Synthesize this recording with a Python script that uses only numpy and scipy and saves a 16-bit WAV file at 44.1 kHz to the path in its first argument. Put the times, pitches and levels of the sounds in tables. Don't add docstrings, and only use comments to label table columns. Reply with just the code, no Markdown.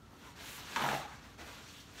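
import sys
import numpy as np
from scipy import signal
from scipy.fft import rfft, irfft
from scipy.io import wavfile
from scipy.ndimage import uniform_filter1d

SR = 44100
rng = np.random.default_rng(int(sys.argv[2]) if len(sys.argv) > 2 else 0)


def master(y):
    cut = np.clip(np.atleast_2d(y).T, -1, 1)
    pcm = np.round(cut * 32767)
    wavfile.write(sys.argv[1], SR, pcm.astype(np.int16))


def to_linear_factor(level_db):
    exponent = np.asarray(level_db, float) / 20
    return 10 ** exponent


N = 88200
T = np.arange(N) / SR

# (t/s, crack level/dB, ring f/Hz, ring length/s, ring level/dB)
BRIDGES = [(.7609, -18, 945, .0135, -28), (.768, -27, 3600, .003, -34), (.7925, -28, 1900, .004, -33),
           (.794, -32, 1250, .003, -30), (.801, -34, 930, .010, -30), (.8085, -32, 900, .0025, -28),
           (.823, -34, 900, .006, -32), (.8375, -27, 750, .006, -26), (.843, -30, 920, .007, -26),
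           (.850, -34, 700, .006, -31), (.8535, -32, 750, .003, -29), (.861, -33, 1400, .005, -34),
           (.869, -32, 880, .005, -30), (.884, -34, 650, .004, -33), (.8885, -25, 1640, .003, -23),
           (.893, -36, 520, .004, -33), (.897, -34, 870, .005, -31), (.907, -32, 1300, .003, -32),
           (.9155, -34, 870, .008, -28), (.9325, -32, 620, .003, -25), (.9405, -30, 800, .003, -29),
           (.949, -34, 720, .008, -29), (.954, -34, 720, .003, -31), (.961, -38, 740, .008, -31),
           (.982, -40, 750, .003, -34)]
# (f/Hz, level per Hz/dB)
SLACK_TONE = [(150, -2.5), (400, -4), (1000, -1.5), (1600, -1), (3500, -8), (6500, -13), (9000, -23),
              (15500, -34)]


def evened(x):
    return x / np.sqrt(np.mean(x ** 2) + 1e-20)


def read(points, hz):
    f, value = np.transpose(points)
    return np.interp(np.log(hz + 1), np.log(f + 1), value)


def colour(x, db_of):
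    gain_db = np.maximum(db_of(abs(np.fft.fftfreq(8192, 1 / SR))), -100)
    log_gain = np.log(to_linear_factor(gain_db))
    taps = np.fft.ifft(np.exp(np.conj(signal.hilbert(log_gain)))).real[:4096]
    return signal.fftconvolve(x, taps / np.linalg.norm(taps))[:len(x)]


def resonate(x, hz, width_hz):
    turn = np.exp(2j * np.pi * np.cumsum(hz * np.ones(len(x))) / SR)
    r = np.exp(-np.pi * width_hz / SR)
    return 2 * (turn * signal.lfilter([1 - r], [1, -r], x / turn)).real


def clicks(per_s, spread_db):
    hit = rng.random(N) < per_s / SR
    size = np.minimum(rng.exponential(1, N), 4)
    return evened(hit * to_linear_factor(spread_db * size) * rng.standard_normal(N))


def wander(size):
    return evened(uniform_filter1d(uniform_filter1d(rng.standard_normal(N), size), size))


def creases(per_s, spread_db):
    borders = [400, 800, 1500, 2600, 4200, 6500, 10000]
    hz = np.fft.rfftfreq(N, 1 / SR)
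    edges = [0] + list(borders) + [SR]
    spectrum = 0
    for k in range(len(edges) - 1):
        train = clicks(per_s * (1 + k) / 2, spread_db) * to_linear_factor(1.3 * wander(size=700))
        spectrum = spectrum + rfft(train) * (hz >= edges[k]) * (hz < edges[k + 1])
    return evened(irfft(spectrum, N))


def rip():
    # (t/s, force level/dB, sheet pitch f/Hz)
    pull = [
        (0.74, -49, 960),
        (0.752, -47, 946),
        (0.764, -31, 960),
        (0.782, -42, 890),
        (0.808, -33, 870),
        (0.813, -34, 890),
        (0.836, -39, 860),
        (0.95, -39, 714),
        (1.0, -61, 742),
    ]
    # (f/Hz, level per Hz/dB)
    fibre_tone = [(80, -7), (250, 4.5), (450, -3.5), (750, 1), (1600, -3), (2600, -6.5), (4500, -17),
                  (15500, -28)]
    # (share of pitch, width f/Hz, level/dB)
    sheet_modes = [(1.04, 260, -3), (.8, 200, -4), (1.45, 250, -6), (1.9, 250, -7)]
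    s, force_db, pitch_hz = np.transpose(pull)
    gate = np.clip((T - BRIDGES[0][0]) / 0.011, 0, 1) * np.clip((s[-1] - T) / 0.075, 0, 1)
    force = gate * to_linear_factor(np.interp(T, s, force_db) - 3.5)
    hz = np.interp(T, s, pitch_hz)
    drive = creases(per_s=2500, spread_db=4) * to_linear_factor(2.3 * wander(size=120))
    fibres = colour(drive, lambda f: read(fibre_tone, f))
    sheet = sum(to_linear_factor(db) * evened(resonate(drive, share * hz, width)) for share, width, db in sheet_modes)
    return force * (to_linear_factor(-0.5) * fibres + to_linear_factor(-12.0) * sheet)


def snap(s, crack_db, hz, length, ring_db):
    # (f/Hz, level per Hz/dB)
    crack_tone = [(300, -16.5), (900, -6), (1700, 2), (2200, -5.5), (3600, -6.5), (4600, -16),
                  (6000, -14.5), (15500, -43)]
    sag = 0.069
    begun = T >= s
    age = np.maximum(T - s, 0)
    burst = colour(rng.standard_normal(N), lambda f: read(crack_tone, f))
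    crack = to_linear_factor(crack_db - 9.5 - 60 * age / 0.035) * begun * burst
    rise = np.minimum(age / min(0.0031, length / 3), 1)
    swell = rise * to_linear_factor(ring_db - 1.5 - 20.0 * (age / length) ** 4)
    pitch = hz * (1 + sag * (.5 - np.minimum(age / length, 1)))
    return crack + swell * np.sin(2 * np.pi * np.cumsum(pitch * begun) / SR)


def rustle():
    # (t/s, rustle level/dB, stiffness 0-1, sliding level/dB)
    hands = [
        [(0.0, -72, 0.24, -16), (0.158, -66, 0.1, -8), (0.266, -56, 0.13, -14), (0.322, -62.5, 0.66, -9),
         (0.338, -64, 0.1, -22), (0.35, -66, 0.1, -22)],
        [(0.36, -58.5, 0.06, -12), (0.4, -53, 0.37, -13), (0.462, -51.5, 0.71, -4), (0.57, -52.5, 0.62, -1),
         (0.636, -53, 0.38, -12), (0.75, -47.5, 0.43, -13)],
        [(0.98, -49.5, 0.6, -6), (1.07, -56, 0.08, -30), (1.14, -57, 0, -12), (1.198, -62.5, 0.1, -25),
         (1.24, -57.5, 0.13, -16), (1.375, -66, 0.3, -12)],
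        [(1.385, -54.5, 0.1, -16), (1.395, -54.5, 0, -16), (1.455, -55.5, 0.2, -12), (1.463, -53, 0.25, -10.5),
         (1.62, -56, 0.53, -15)],
        [(1.64, -57, 0.6, -13.5), (1.798, -57.5, 0.97, -8.5), (1.868, -64.5, 0.95, -11),
         (1.894, -59.5, 0.4, -23), (1.93, -61.5, 0.57, -7), (2.0, -50.5, 0.57, -14)],
    ]
    # (f/Hz, level per Hz/dB)
    crisp_tone = [(200, -14.5), (600, -12), (1700, -3), (3700, -1.5), (6200, -5.5), (8500, -13.5),
                  (11000, -22), (15500, -31.5)]
    brush_tone = [(4000, -34), (7000, 0.5), (9000, 0.5), (10500, 2), (13000, 0.5), (15500, -1.5)]
    s, *moves = np.concatenate(hands).T
    level_db, stiff, slide_db = (np.interp(T, s, move) for move in moves)
    drive = creases(per_s=4300, spread_db=0) * to_linear_factor(0.1 * wander(size=250))
    slack = colour(drive, lambda hz: read(SLACK_TONE, hz))
    crisp = colour(drive, lambda hz: read(crisp_tone, hz))
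    slide = to_linear_factor(slide_db - 2.0) * colour(clicks(15000, 1.1), lambda hz: read(brush_tone, hz))
    return to_linear_factor(level_db + 1.5) * ((1 - stiff) * slack + stiff * crisp + slide)


def crackle():
    # (t/s, peak level/dB)
    folds = [(0.2404, -66), (0.2646, -38), (0.3987, -32), (0.4124, -39), (0.4654, -30.5), (0.481, -30.5),
             (0.576, -27), (1.39, -30), (1.406, -28.5), (1.4244, -49), (1.457, -31.5), (1.4844, -35),
             (1.575, -35), (1.7833, -55), (1.971, -36)]
    swell = 0
    for s, db in folds:
        swell = swell + np.clip((T - s) / 0.0099, 0, 1) * to_linear_factor(db - 14 - 60 * abs(T - s) / 0.067)
    return colour(swell * clicks(11000, 1.3), lambda hz: read(SLACK_TONE, hz))


def hollow(s, length, hz, db, fuzz):
    breathy = evened(resonate(clicks(3000, 2), hz, width_hz=.22 * hz))
    clear = np.sqrt(2) * np.sin(2 * np.pi * hz * T)
    swell = np.sqrt(abs(np.sin(np.pi * np.clip((T - s) / length, 0, 1))))
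    return to_linear_factor(db) * swell * ((1 - fuzz) * clear + fuzz * breathy)


def core():
    # (t/s, length/s, f/Hz, level/dB, fuzz 0-1)
    hollow_notes = [(.006, .055, 1335, -66, .15), (.08, .06, 920, -63, .55), (.108, .07, 1310, -65, .3),
                    (.125, .04, 840, -62, .5), (.23, .03, 1420, -59, .6), (.24, .07, 950, -59, .55),
                    (.372, .055, 930, -61, .3), (.462, .035, 1750, -57, .8), (.582, .04, 980, -58, .45),
                    (.66, .05, 1450, -56, .9), (.695, .065, 1000, -56, .6), (.98, .016, 1680, -50, .4),
                    (1.0, .04, 1200, -50, .8), (1.024, .018, 900, -48, .4), (1.045, .025, 830, -47, .3),
                    (1.074, .025, 1250, -55, .6), (1.08, .06, 850, -56, .9), (1.385, .05, 700, -56, 1),
                    (1.42, .02, 330, -51, .3), (1.39, .025, 230, -54, .5), (1.46, .05, 600, -58, 1),
                    (1.508, .02, 1830, -59, .5), (1.562, .022, 260, -56, .5)]
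    return sum(hollow(*row) for row in hollow_notes)


def thrum():
    s, hz, level_db = .84, 139, -43.5
    gate = np.clip((T - s) / 0.0087 + 1, 0, 1) * np.clip((s + 0.2 - T) / 0.031, 0, 1)
    return gate * to_linear_factor(level_db - 60 * abs(T - s) / 1.2) * np.sin(2 * np.pi * hz * T)


def tail():
    # (f/Hz, 60 dB decay time/s)
    decay = [(150, 0.57), (700, 0.32), (2000, 0.32), (6000, 0.23), (14000, 0.22)]
    taps = np.zeros(SR // 2)
    at = np.arange(200, len(taps) - 10, 10)
    taps[at + rng.integers(0, 10, len(at))] = rng.choice([-1., 1.], len(at))
    hz, t, z = signal.stft(taps, SR, nperseg=256)
    out = signal.istft(z * to_linear_factor(-60 * t / read(decay, hz)[:, None]), SR, nperseg=256)[1]
    return out / np.linalg.norm(out)


def kitchen(x):
    turns = [np.sqrt(2 / 3) * np.cos(2 * np.pi * (9 * T + k / 3)) for k in range(3)]
    return sum(signal.fftconvolve(x * turn, tail())[:N] for turn in turns)


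def air():
    # (f/Hz, level per Hz/dB)
    murmur_tone = [(15, 1), (25, -9), (75, 8), (281, -0.5), (782, -11.5), (1340, -9.5), (1950, -26.5),
                   (3260, -21), (15500, -33.5)]
    # (f/Hz, level/dB)
    hum_notes = [
        (59, -67.5),
        (120, -77.5),
        (240, -68),
        (284, -69.5),
    ]
    hum = 0
    for hz, db in hum_notes:
        level = to_linear_factor(db + 2.4 * wander(size=4000))
        hum = hum + level * np.sin(2 * np.pi * (hz * T + 0.19 * wander(size=5000)))
    murmur = colour(rng.standard_normal(N), lambda hz: read(murmur_tone, hz))
    return hum + to_linear_factor(-58.5 + 0.5 * wander(size=1500)) * murmur


def scene():
    paper = rip() + sum(snap(*row) for row in BRIDGES) + rustle() + crackle() + core()
    return (paper + to_linear_factor(-5) * kitchen(paper) + thrum() + air())[None]


def top_cut(x):
    return signal.sosfilt(signal.butter(12, 15800, fs=SR, output="sos"), x)


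def record(dry):
    # (f/Hz, width f/Hz, level/dB)
    dips = [
        (2060, 63, -1),
        (4970, 140, -5.5),
        (8330, 250, -2),
        (10360, 390, -5.5),
    ]
    heard = colour(dry[0], lambda hz: sum(db / (1 + ((hz - f) / w) ** 2) for f, w, db in dips))
    heard = signal.sosfilt(signal.butter(3, 45, "high", fs=SR, output="sos"), heard)
    low_pass = signal.firwin(511, 15750, window=("kaiser", 9), fs=SR)
    heard = signal.oaconvolve(heard, low_pass, "same")
    return top_cut(heard[None])


dry = scene()
out = record(dry)
master(out)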